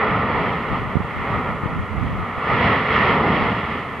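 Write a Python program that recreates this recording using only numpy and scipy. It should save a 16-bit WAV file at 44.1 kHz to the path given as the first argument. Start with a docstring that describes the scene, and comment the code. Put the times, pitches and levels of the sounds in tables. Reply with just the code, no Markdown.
"""On a volcano, some way from a lava fountain. Its turbulent gas jet radiates a broadband roar
with a hollow resonance in it; the jet sags, then surges twice, brighter as it drives harder.
Light wind flutters on the two microphone ports, and single eddies strike them with dull thumps.
Beneath lies the microphone's faint hiss, with a thin whine in it."""
import sys
import numpy as np
from scipy import signal
from scipy.fft import rfft, irfft, next_fast_len
from scipy.io import wavfile
from scipy.ndimage import map_coordinates

SR = 44100
rng = np.random.default_rng(int(sys.argv[2]) if len(sys.argv) > 2 else 0)


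def bounce(signal):
    """Save signal as a 16-bit WAV file at the path given by the first command-line argument."""
    frames = np.transpose(np.atleast_2d(signal))
    limited = np.clip(frames, -1, 1)
    pcm = np.round(limited * 32767).astype(np.int16)
    wavfile.write(sys.argv[1], SR, pcm)


N = 176400

# jet band levels (time [s], rumble [dB], body [dB], upper body [dB], rasp [dB], treble [dB])
JET_LEVELS = [(0.02, -31, -22.5, -23.5, -25, -37.5), (0.2, -25, -26, -25.5, -29.5, -40),
              (0.37, -27.5, -24.5, -28.5, -29.0, -38.5), (0.6, -28, -29, -29.5, -31.5, -40.5),
              (0.76, -28.5, -27.5, -29, -32.0, -40.5), (0.97, -33, -31.5, -32.5, -36.5, -46),
              (1.17, -33.5, -32, -33.5, -33.5, -43.5), (1.34, -27.5, -27.5, -29, -31, -42.0),
              (1.55, -33.5, -31.5, -33, -36, -47.0), (1.8, -34, -34.5, -34.5, -38, -47.5),
              (2.1, -32.5, -33, -36, -36.5, -46), (2.38, -36.5, -33, -31, -35.5, -45),
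              (2.52, -27.5, -23.5, -26, -25, -34), (2.66, -20, -21.5, -25.5, -22, -29.5),
              (2.719, -24, -21.0, -22.0, -23, -32.5), (2.779, -27.5, -27, -27, -27.5, -35.5),
              (2.95, -26, -25.5, -24.0, -23, -31.5), (3.101, -23.0, -21.0, -22.5, -23.0, -30.5),
              (3.22, -21.5, -21, -26.5, -28.5, -36.5), (3.36, -24, -25, -27.0, -28, -35.0),
              (3.5, -26, -26.5, -27.5, -30, -37.0), (3.72, -31.0, -30, -31.5, -31.5, -39),
              (3.98, -35.5, -35, -35.0, -38.0, -47.0)]
# boundaries between those bands (frequency [Hz])
JET_EDGES = [350, 1050, 1580, 2450]
# spectral shape within the bands (frequency [Hz], relative level [dB])
JET_SPECTRUM = [(20, -25), (40, -10), (65, -0.5), (110, 2), (215, 3.5), (270, 0), (345, -5), (435, 0.5),
                (550, -4), (850, -3), (1080, 1), (1240, 4), (1400, 0), (1500, -8), (1580, -18.5),
                (1680, -10.5), (1830, -5.5), (2080, -6), (2430, -14), (2850, -14), (3100, -17),
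                (3350, -16.5), (3620, -27.5), (3950, -27), (4250, -32.5), (4500, -30.5), (4800, -40),
                (5120, -36), (5500, -46.5), (6300, -54.5), (8000, -74.5), (11000, -100)]
# likeness of the roar at the two ports (frequency [Hz], correlation [1])
JET_CORRELATION = [(60, 0.99), (200, 1), (1200, 0.98), (1600, 1), (2000, 0.88), (3200, 0.74), (4500, 0.64)]
# level difference between the ports (frequency [Hz], left minus right [dB])
JET_BALANCE = [(60, -.3), (600, 0), (900, -.9), (1300, 0), (1610, -1), (1850, -5), (2080, -6), (2430, 2.5),
               (2800, -2.5), (3250, 0), (3650, 2.5), (3920, -2), (4250, 1.5), (5000, 0)]
# phase difference between the ports (frequency [Hz], left lead [rad])
JET_PHASE = [(0, 0), (1380, 0.0), (1720, -0.9), (2240, 0.7), (2580, -0.3), (3100, 0.2), (3530, 0.6),
             (3790, -0.3), (4050, -0.1)]
# hollow resonance in the roar (time [s], level [dB])
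HOWL_LEVELS = [(0, -30), (.9, -46), (1.35, -32), (1.9, -45), (2.25, -35.5), (2.42, -37), (2.52, -20),
               (2.62, -38), (3.2, -36), (4, -44.5)]
# puffs of wind (time [s], half-length [s], left level [dB], right level [dB])
WIND_PUFFS = [(0.117, .04, -32, -31), (.4, 0.098, -33.5, -32.5), (0.724, .025, -22, -31),
              (.85, 0.052, -28.5, -33.5), (1.022, .03, -31, -25.5), (1.188, .04, -23.5, -31),
              (1.353, 0.028, -21, -31), (1.514, 0.043, -34, -26), (1.708, 0.038, -30.5, -25.5),
              (1.797, .035, -23.5, -27.5), (1.962, 0.051, -33.5, -23.5), (2.044, .05, -30, -20),
              (2.13, 0.031, -23, -26.5), (2.205, 0.028, -23, -26.5), (2.38, 0.0067, -30, -24.5),
              (2.538, 0.018, -28, -23.5), (3.12, 0.021, -26.5, -35), (3.422, 0.027, -30, -24)]
# wind pressure at a port (frequency [Hz], relative level [dB])
WIND_SPECTRUM = [(20, -19), (35, -9), (65, 2.5), (140, 0.5), (230, -6.5), (400, -21.5), (650, -29.5),
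                 (1300, -66)]
# envelope of the hiss (time [s], level [dB])
HISS_LEVELS = [(0, -71), (.2, -68), (.55, -63), (1.2, -62), (2.4, -63), (2.7, -64), (2.9, -64), (3.25, -65),
               (3.6, -63), (4, -61.5)]
# colour of the hiss (frequency [Hz], relative level [dB])
HISS_SPECTRUM = [(1000, -13), (4000, 2), (6500, 2.5), (8000, 0.5), (10500, -1.5), (13000, -3.5),
                 (15700, -9.5)]
# likeness of the hiss in the two channels (frequency [Hz], correlation [1])
HISS_CORRELATION = [(4000, .1), (12000, 0.23)]
# narrow band in the hiss (frequency [Hz], relative level [dB])
WHINE_SPECTRUM = [(10500, -49.5), (10830, -12.5), (10910, 5.5), (10990, -8.5), (11300, -53)]
# eddies that strike one port (time [s], peak [dB], cutoff [Hz], port [0 left, 1 right])
EDDIES = [(0.955, -2.5, 650, 1), (.968, -4, 282, 1), (1.003, -10, 350, 1), (1.635, -11, 300, 0),
          (1.658, -8.5, 330, 0), (2.046, -13, 400, 1), (2.149, -18, 280, 0)]

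CHURN_DB, CHURN_RATE_HZ = 1.04, 14  # turbulence shared by all bands
FLUTTER_DB, FLUTTER_RATE_HZ = 0.17, 56  # each band's own turbulence
HOWL_HZ, HOWL_WIDTH_HZ = 1249, 140
BREEZE_DB, LUMP_DB = -44, 1  # wind between puffs; its unevenness
WHINE_DB = -18.5  # relative to the hiss
PORT_HZ, PORT_WIDTH_HZ = 132, 120
BAND_LIMIT_HZ = 15760


def amp(db):
    """Amplitude ratio of a level in decibels."""
    return 10 ** (np.asarray(db) / 20)


def unit_rms(x):
    """Normalisation to unit mean power."""
    return x / np.sqrt(np.mean(x ** 2) + 1e-20)


def at_frequency(points, hz):
    """Interpolation of (frequency, value) points on a logarithmic frequency axis."""
    freqs, values = np.transpose(points)
    return np.interp(np.log(hz + 1), np.log(freqs + 1), values)


def envelopes(rows):
    """Linear interpolation in time of each column after the first."""
    times, *columns = np.transpose(rows)
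    return [np.interp(np.arange(N) / SR, times, column) for column in columns]


def wobble(rate_hz):
    """Smooth random modulation: a spline through Gaussian knots."""
    knots = rng.standard_normal(2048)
    return map_coordinates(knots, [np.arange(N) * rate_hz / SR], mode="wrap")


def filtered(x, response):
    """Linear filtering: the spectrum is multiplied by a frequency response."""
    size = next_fast_len(N + SR // 2)
    hz = np.fft.rfftfreq(size, 1 / SR)
    return irfft(rfft(x, size) * response(hz), size)[..., :N]


def stereo_noise(gain, correlation):
    """Coloured noise of unit rms; the ratio of mid to side power sets its correlation."""
    def mid_side_gain(hz):
        angle = np.arccos(np.clip(at_frequency(correlation, hz), -1, 1)) / 2
        return gain(hz) * np.array([np.cos(angle), np.sin(angle)])

    mid, side = filtered(rng.standard_normal((2, N)), mid_side_gain)
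    return unit_rms(np.array([mid + side, mid - side]))


def band(hz, low, high):
    """Power-complementary band-pass: neighbouring bands sum to constant power."""
    power_below = lambda edge: 1 / (1 + (hz / edge) ** 24)
    return np.sqrt(np.abs(power_below(high) - power_below(low)))


def gas_jet(churn_db):
    """Jet noise: turbulence modulates the amplitude of five bands, jointly and singly."""
    edges = [1, *JET_EDGES, SR]
    roar = np.zeros((2, N))
    for level_db, low, high in zip(envelopes(JET_LEVELS), edges, edges[1:]):
        colour = lambda hz: amp(at_frequency(JET_SPECTRUM, hz)) * band(hz, low, high)
        noise = stereo_noise(colour, JET_CORRELATION)
        flutter_db = FLUTTER_DB * wobble(FLUTTER_RATE_HZ)
        roar += noise * amp(level_db + churn_db + flutter_db)
    return roar


def howl(churn_db):
    """Resonance concentrates noise in a narrow band, heard as a hollow pitch."""
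    level_db, = envelopes(HOWL_LEVELS)
    peak = lambda hz: np.exp(-2 * ((hz - HOWL_HZ) / HOWL_WIDTH_HZ) ** 2)
    return amp(level_db + churn_db) * stereo_noise(peak, JET_CORRELATION)


def lava_fountain():
    """Jet and howl churn together and reach the ports with differences of level and phase."""
    churn_db = CHURN_DB * wobble(CHURN_RATE_HZ)
    roar = gas_jet(churn_db) + howl(churn_db)
    sides = np.array([[0.5], [-0.5]])  # each port takes half the difference
    balance = lambda hz: amp(sides * at_frequency(JET_BALANCE, hz))
    phase = lambda hz: sides * at_frequency(JET_PHASE, hz)
    return filtered(roar, lambda hz: balance(hz) * np.exp(1j * phase(hz)))


def wind():
    """Turbulent pressure buffets each port with independent low noise; puffs add in power."""
    t = np.arange(N) / SR
    power = amp(BREEZE_DB) ** 2
    for centre_s, half_s, left_db, right_db in WIND_PUFFS:
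        puff = np.exp(-((t - centre_s) / half_s) ** 2)
        power = power + amp([[left_db], [right_db]]) ** 2 * puff
    lumps = amp(LUMP_DB * np.array([wobble(rate_hz=60), wobble(rate_hz=60)]))
    pressure = lumps * rng.standard_normal((2, N))
    buffet = filtered(pressure, lambda hz: amp(at_frequency(WIND_SPECTRUM, hz)))
    return np.sqrt(power) * unit_rms(buffet)


def hiss():
    """Microphone self-noise: a broad band and a narrow whine under one envelope."""
    level_db, = envelopes(HISS_LEVELS)
    broad = stereo_noise(lambda hz: amp(at_frequency(HISS_SPECTRUM, hz)), HISS_CORRELATION)
    whine = stereo_noise(lambda hz: amp(at_frequency(WHINE_SPECTRUM, hz)), HISS_CORRELATION)
    return amp(level_db) * (broad + amp(WHINE_DB) * whine)


def eddy_thumps():
    """Impulse response: each eddy's soft push excites the damped resonance of one port."""
    out = np.zeros((2, N))
    resonance = lambda hz: 1j * hz * PORT_WIDTH_HZ / (PORT_HZ ** 2 - hz ** 2 + 1j * hz * PORT_WIDTH_HZ)
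    rolloff = lambda hz: 1 / (1 + 1j * hz / 1200)
    for onset_s, peak_db, cutoff_hz, port in EDDIES:
        soften = lambda hz: 1 / (1 + np.sqrt(2) * 1j * hz / cutoff_hz - (hz / cutoff_hz) ** 2)
        push = signal.unit_impulse(N, round(onset_s * SR))
        thump = filtered(push, lambda hz: resonance(hz) * soften(hz) * rolloff(hz))
        out[int(port)] -= amp(peak_db) * thump / np.abs(thump).max()
    return out


def scene():
    """Superposition: the sources add linearly in each channel."""
    return lava_fountain() + wind() + hiss() + eddy_thumps()


def record(dry):
    """An ideal low-pass filter removes everything above the band limit."""
    return filtered(dry, lambda hz: hz < BAND_LIMIT_HZ)


dry = scene()
out = record(dry)
bounce(out)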